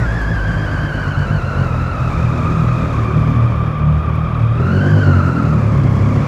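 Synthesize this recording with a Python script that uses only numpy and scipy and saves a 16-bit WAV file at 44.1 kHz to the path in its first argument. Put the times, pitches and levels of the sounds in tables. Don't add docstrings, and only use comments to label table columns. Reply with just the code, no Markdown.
import sys
import numpy as np
from scipy import signal
from scipy.fft import rfft, irfft
from scipy.io import wavfile
from scipy.ndimage import uniform_filter1d

SR = 44100
rng = np.random.default_rng(int(sys.argv[2]) if len(sys.argv) > 2 else 0)


def boost_factor(decibels):
    exponent = np.asarray(decibels, float) / 20
    return 10 ** exponent


def wav_out(sig):
    wavfile.write(sys.argv[1], SR, np.round(np.clip(np.atleast_2d(sig).T, -1, 1) * 32767).astype(np.int16))


N = 276727
TIME = np.arange(N) / SR

# (time [s], firing rate [Hz], exhaust level [dB], intake hiss [dB])
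ENGINE = [(0, 58.13, -26, -51), (.4, 52.5, -18.5, -53), (1.2, 47.1, -20, -54.5), (1.6, 44.52, -19.5, -54),
          (1.74, 40.84, -18.5, -55), (1.9, 42.7, -21, -55.5), (2.14, 39.76, -19, -52.5),
          (2.82, 40.14, -18.5, -53), (2.97, 37.41, -19, -54), (3.45, 38.7, -17.5, -58.5),
          (3.85, 37.42, -20, -64), (4.12, 39.05, -21.5, -63.5), (4.52, 37.9, -21, -61.5),
          (4.78, 47.48, -12.5, -53), (4.92, 50.94, -12.5, -52), (5.55, 37.74, -17.5, -54.5),
          (5.85, 33.15, -16, -54.5), (6.27, 36.5, -18, -51.5)]
# (start [s], length [s], strength [dB])
BURNS = [(0, 0.034, 6.5), (0.099, 0.087, 3.5), (0.257, 0.082, 3), (0.438, 0.071, -0.5), (0.564, 0.076, 0.5),
         (0.693, 0.061, -3), (0.791, 0.11, -3), (0.951, .07, -1.5), (1.07, 0.041, -1), (1.174, 0.059, 2.5),
         (1.301, 0.055, 6.5), (1.429, 0.085, 0), (1.56, .065, 2.5), (1.65, 0.029, -1), (1.707, 0.2, 0),
         (1.872, 0.098, -3), (2.008, 0.072, 1), (2.137, 9, 1)]
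LIGHT_S, DIE_S, MISFIRE_DB = 0.012, 0.02, -20
SURGE_SHARE, SURGE_HZ, SURGE_S = 0.08, 48, 0.045

# (time [s], level [dB])
DRONE = [(0, -18), (.07, -16), (1, -28), (1.8, -25), (2.2, -34.5), (5, -27), (5.2, -41), (6.27, -43)]
# (frequency [Hz], level [dB])
MUFFLER = [(60, -13), (80, -4.5), (105, -1), (135, -0.5), (160, -4), (200, -20), (240, -26.5)]
# (frequency [Hz], level [dB])
PIPE = [(150, 4), (240, -2), (300, -9), (380, -9.5), (450, -17), (560, -12), (700, -26)]
DRONE_DUCK_DB, BARK_DB, BARK_SHARE = -4, -24.5, 1.48
# (time [s], frequency [Hz], half length
# [s], level [dB])
STANDING_WAVES = [(2.282, 120.2, 0.057, 6), (2.477, 122.5, 0.14, -7.5), (2.624, 158, 0.094, 7),
                  (2.717, 120.6, 0.12, 2.5), (2.936, 133, 0.11, -8), (3.105, 380, 0.046, 14),
                  (3.158, 117, .1, 1.5), (3.166, 154, 0.017, 6.5), (3.214, 246, 0.35, 5),
                  (3.338, 115, 0.024, -6), (3.44, 115, 0.074, 11), (3.455, 150, .09, -12.5),
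                  (3.683, 74.63, .05, -5), (3.754, 113, 0.062, -8.5), (3.889, 154, 0.1, 8),
                  (3.965, 75.53, 0.21, 8.5), (3.993, 115, 0.06, -9), (4.25, 82, .06, 2),
                  (4.309, 114, 0.038, -4), (4.48, 115, .11, 11), (4.49, 145, 0.07, -7), (4.63, 402, .05, 15),
                  (4.865, 126.5, .03, -15), (4.941, 150.8, 0.017, 5.5), (5.187, 89.4, 0.13, 4),
                  (5.21, 132, 0.088, -5), (5.345, 106, 0.017, -24), (5.527, 113, 0.043, -8),
                  (5.589, 231, 0.053, 4), (5.69, 145, .04, -6.5),
                  (0.024, 121, 0.013, 10), (0.635, 296, .05, 5), (0.749, 209, 0.027, 8.5),
              (0.853, 299, 0.24, 11.5), (4.703, 226, 0.048, 3), (4.793, 188, 0.11, 8),
              (4.886, 301, 0.062, 1.5), (4.982, 255, 0.035, 5), (5.053, 94, 0.035, 0.5),
              (5.123, 351, 0.036, 1.5), (5.223, 235, .06, -4), (5.38, 249, 0.15, 3),
              (5.415, 127.6, 0.04, -3.5), (5.485, 160.5, 0.059, 3.5), (5.661, 112, .07, 3.5),
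              (5.72, 197, .07, 2.5), (5.871, 132, 0.031, -1.5), (5.95, 68, 0.11, 2),
              (6.055, 136.1, 0.2, -2), (6.092, 106.7, 0.087, 0), (6.131, 181.8, .12, 0.5),
              (6.2, 248.4, 0.11, 7.5), (2, 199, 0.12, -6.5), (3, 200, 0.096, -5.5), (3.554, 195, .12, -6.5),
              (4.205, 150, .1, 5), (4.722, 278, 0.1, -8), (4.716, 139, 0.082, -7.5), (3.03, 110, .07, 5.5),
              (5.68, 150, .07, -4)]
WAVE_OCTAVES = 0.32

# (time [s], tooth rate [Hz], level [dB])
GEARS = [(0, 1884, -34.5), (.09, 1678, -28.5), (.4, 1602, -26), (1, 1495, -30), (1.42, 1365, -30),
         (1.61, 1408, -29), (1.74, 1269, -31.5), (1.9, 1343, -29.5), (2.1, 1246, -31.5), (2.8, 1229, -29),
         (3.09, 1178, -30), (4.52, 1208, -31), (4.8, 1520, -26.5), (4.94, 1579, -28), (5.12, 1383, -25.5),
         (5.46, 1305, -28), (5.82, 1058, -38.5), (6.27, 1163, -35.5)]
# (time [s], level [dB])
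SECOND_PAIR = [(0, -20), (.6, -9), (1, -0.5), (1.6, -4), (2.5, -6.5), (3.2, -17), (4.6, -15.5), (5.2, -9.5),
               (6.3, -6.5)]
# (time [s], tooth rate [Hz], level [dB])
COASTING = [
    (0.0, 1520, -33.5),
    (0.038, 1460, -29),
    (0.058, 1380, -23),
    (0.075, 1380, -45),
]
# (frequency [Hz], level [dB])
COVER = [(2100, -39), (2450, -41), (2750, -43.5), (3050, -42.5), (3400, -50.5), (3700, -53), (4400, -50),
         (5000, -55.5)]
MESH_SHARE, UNLOAD_S, UNLOAD_DB = 0.53, 5.43, -6
IDLER, IDLER_DB, IDLER_TIGHT_S = 2.68, -45, 4.6

# (frequency [Hz], density [dB per Hz])
CASES = [(30, 12.5), (150, 5), (400, -8), (580, -2.5), (820, -10.5), (1150, -6), (1900, -17), (2700, -23),
         (3150, -31.5), (3900, -38), (5000, -36.5), (7000, -55), (12000, -73)]
# (frequency [Hz], density [dB per Hz])
INTAKE = [(2000, -22.5), (4000, 3), (5200, 1.5), (7000, -1), (8500, -9), (11000, -21), (14000, -39.5)]
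# (frequency [Hz], density [dB per Hz])
JET = [(7000, -10.5), (10000, 1.5), (13500, -2.5), (15000, -6), (15600, -27)]
RATTLE_DB, RATTLE_SHARE = -29, 0.28
# (time [s], peak level [dB], ring [Hz])
TICKS = [
    (3.783, -52.5, 9950),
    (4.155, -47.5, 9906),
]

# (time [s], echo [dB], gear backlash [factor], burn roughness [0-1])
ROOM = [
    (0, -24, .85, .25),
    (1.6, -20, .9, .4),
    (2.4, -9, 1.2, .3),
    (3, -9, 1.25, .3),
    (4.5, -9, 1.25, .3),
    (4.9, -9, 1.1, .4),
    (5.5, -9, 1.1, .55),
    (6.3, -8, 2.3, .55),
]
# (frequency [Hz], decay to -60 dB [s])
GARAGE = [(100, 0.68), (1000, 1), (8000, 0.96)]
# (time [s], share [0-1])
WIND_CUT = [(4.55, 0.02), (4.75, .8), (5.4, 0.82), (5.75, .3), (6.27, 0.58)]


def evened(x):
    return x / np.sqrt(np.mean(x ** 2) + 1e-20)


def curves(rows):
    s, *columns = np.transpose(rows)
    return [np.interp(TIME, s, column) for column in columns]


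def read(points, hz):
    f, value = np.transpose(points)
    return np.interp(np.log(hz + 1), np.log(f + 1), value)


def drift(hz):
    f = np.fft.rfftfreq(16384, 32 / SR)
    slow = irfft(rfft(rng.standard_normal(16384)) * np.exp(-(f / hz) ** 2))
    return np.interp(np.arange(N) / 32, np.arange(16384), evened(slow))


def complex_drift(hz):
    return drift(hz) + 1j * drift(hz)


def noise(points, patchy_db):
    frames, hz = N // 128 + 12, np.fft.rfftfreq(512, 1 / SR)
    a, b, patches = rng.standard_normal((frames, 257, 3)).T
    patches = uniform_filter1d(patches, size=5, axis=0)
    patches = evened(uniform_filter1d(patches, size=16, axis=1))
    z = (a + 1j * b) * boost_factor(read(points, hz)[:, None] + patchy_db * patches)
    return evened(signal.istft(z, nperseg=512, noverlap=384)[1][512:N + 512])


def burns():
    start, length, db = np.transpose(BURNS)[:, :, None]
    t = TIME[::32] - start
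    light = np.clip(t / LIGHT_S + 1, 0, 1)
    die = np.exp(-np.maximum(t - length, 0) / DIE_S)
    strongest = (boost_factor(db) * light * die).max(axis=0)
    return np.interp(TIME, TIME[::32], np.maximum(strongest, boost_factor(MISFIRE_DB)))


def surge():
    size = round(SURGE_S * SR)
    push = uniform_filter1d(np.minimum(burns(), 2), size, origin=round(SURGE_S * SR / 4))
    swing = push - uniform_filter1d(push, size=12000)
    return 1 + SURGE_SHARE * (SURGE_HZ / curves(ENGINE)[0]) ** 3 * swing


def crank():
    hz = curves(ENGINE)[0] * surge() * (1 + 0.008 * drift(hz=9))
    turns = np.cumsum(hz) / SR
    return turns, rng.standard_normal(400)[turns.astype(int)]


def order_levels(hz, level_db):
    full = (TIME, hz, level_db, burns(), curves(DRONE)[0])
    t, hz, level_db, burn, drone_db = (c[::64] for c in full)
    burn_db = 20 * np.log10(burn)
    order_hz = np.arange(1, 17)[:, None] * hz
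    drone = drone_db + DRONE_DUCK_DB * (np.minimum(burn, 1.5) - 0.5)
    low = level_db + burn_db + read(MUFFLER, order_hz[1:4])
    high = read(PIPE, order_hz[4:]) + burn_db / 2
    room = 0
    for s, f, half, db in STANDING_WAVES:
        room = room + db * np.exp(-((t - s) / half) ** 2 - (np.log2(order_hz / f) / WAVE_OCTAVES) ** 2)
    return [np.interp(TIME, t, row) for row in np.vstack([drone, low, high]) + room]


def exhaust(turns, burn):
    hz, level_db, _ = curves(ENGINE)
    levels = order_levels(hz, level_db)
    indoors = np.clip((TIME - 1.8) / 0.6, 0.1, 1)
    rough = curves(ROOM)[2]
    uneven = boost_factor(4 * rough * uniform_filter1d(burn, size=500))
    lag = 95 / hz

    def wave(k):
        return np.exp(1j * (2 * np.pi * k * turns - lag / k))

    thump = 0
    for k, db in enumerate(levels[:4], 1):
        scatter = np.exp(0.55j * indoors * drift(hz=3))
        scatter = scatter + rough * (indoors + 0.3) * complex_drift(14) / 2
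        side = 1 if k == 1 else -1
        thump = thump + side * np.sqrt(2) * boost_factor(db) * (scatter * wave(k)).real
    bark = 0
    for k in range(5, 17):
        scatter = 0.6 + indoors * complex_drift(5) + 2.2 * rough * complex_drift(18)
        bark = bark - boost_factor(levels[k - 1]) * (scatter * wave(k)).real
    bark_db = BARK_DB + BARK_SHARE * (level_db + 17)
    return uneven * (thump + boost_factor(bark_db) * evened(bark))


def gears(turns):
    hz, whine_db = curves(GEARS)
    echo_db, backlash, _ = curves(ROOM)
    idler_db = IDLER_DB + echo_db - 20 * np.clip((TIME - IDLER_TIGHT_S) * 10, 0, 1)
    unload_db = UNLOAD_DB * np.clip((TIME - UNLOAD_S) / 0.3 + 1, 0, 1)
    load_db = MESH_SHARE * (curves(ENGINE)[2] + 55) + unload_db
    # (multiple of the tooth rate, level [dB])
    partials = [(1, whine_db)] + [(k, read(COVER, k * hz) + load_db) for k in (2, 3)]
    partials += [(1.075, whine_db + curves(SECOND_PAIR)[0]), (IDLER, idler_db)]
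    ripple = 0.02 * np.sin(2 * np.pi * turns) + 0.011 * drift(hz=40) + 0.022 * drift(hz=150)
    teeth = np.cumsum(hz * surge() * (1 + backlash * ripple)) / SR
    out = 0
    for k, db in partials:
        contact = 1 + 0.35 * np.cos(2 * np.pi * turns + k) + 0.6 * backlash * complex_drift(60 + 45 * k)
        out = out + boost_factor(db) * evened((contact * np.exp(2j * np.pi * k * teeth)).real)
    return out + coasting()


def coasting():
    hz, db = curves(COASTING)
    fade = np.clip((COASTING[-1][0] - TIME) / 0.024, 0, 1)
    teeth = np.cumsum(hz * (1 + 0.012 * drift(hz=60))) / SR
    return np.sqrt(2) * boost_factor(db) * fade * np.sin(2 * np.pi * teeth)


def cases(turns, burn):
    hiss_db = curves(ENGINE)[2]
    rattle_db = RATTLE_DB + RATTLE_SHARE * (hiss_db + 57)
    beat = (0.5 + np.exp(-(turns % 1) / 0.4)) * boost_factor(4 * np.tanh(burn))
    beat = uniform_filter1d(beat, size=130)
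    rattle = boost_factor(rattle_db + 7) * noise(CASES, patchy_db=0.68) * evened(1 + 0.3 * beat)
    hiss = boost_factor(hiss_db + 3.5) * noise(INTAKE, patchy_db=1)
    jet = boost_factor(0.37 * (hiss_db + 58) - 65) * noise(JET, patchy_db=2)
    return rattle + (hiss + jet) * evened(1 + 0.47 * beat)


def ticks():
    out, t = np.zeros(N), TIME[:600]
    for s, db, hz in TICKS:
        at = round(s * SR)
        ring = np.sin(2 * np.pi * hz * t) + 0.3 * np.sin(2 * np.pi * 1.48 * hz * t)
        ring = ring + 1.1 * rng.standard_normal(600)
        out[at:at + 600] += boost_factor(db - 3.5 - 60 * t / 0.035) * ring
    return out


def garage(x):
    taps = np.zeros(SR)
    at = np.arange(400, SR - 20, 20)
    taps[at + rng.integers(0, 20, len(at))] = rng.choice([-1., 1.], len(at))
    hz, t, z = signal.stft(taps, SR, nperseg=512)
    decay = boost_factor(-60 * t / read(GARAGE, hz)[:, None])
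    tail = signal.istft(z * decay, SR, nperseg=512)[1]
    return signal.fftconvolve(x, tail / np.linalg.norm(tail))[:N]


def scene():
    turns, burn = crank()
    whine = gears(turns)
    echo = boost_factor(curves(ROOM)[0]) * garage(whine)
    return (exhaust(turns, burn) + whine + echo + cases(turns, burn) + ticks())[None]


def top_cut(x):
    return signal.sosfilt(signal.butter(12, 15160, fs=SR, output="sos"), x)


def record(dry):
    cut = signal.sosfilt(signal.butter(4, 41, "high", fs=SR, output="sos"), dry)
    bass = signal.sosfiltfilt(signal.butter(4, 75, fs=SR, output="sos"), cut)
    cut = cut - np.clip(curves(WIND_CUT)[0], 0, 1) * bass
    soft = 0.95 * np.tanh(cut / 0.9)
    edge = signal.firwin(255, 15250, window=("kaiser", 9), fs=SR)
    return top_cut(signal.oaconvolve(soft, edge[None], "same"))


dry = scene()
out = record(dry)
wav_out(out)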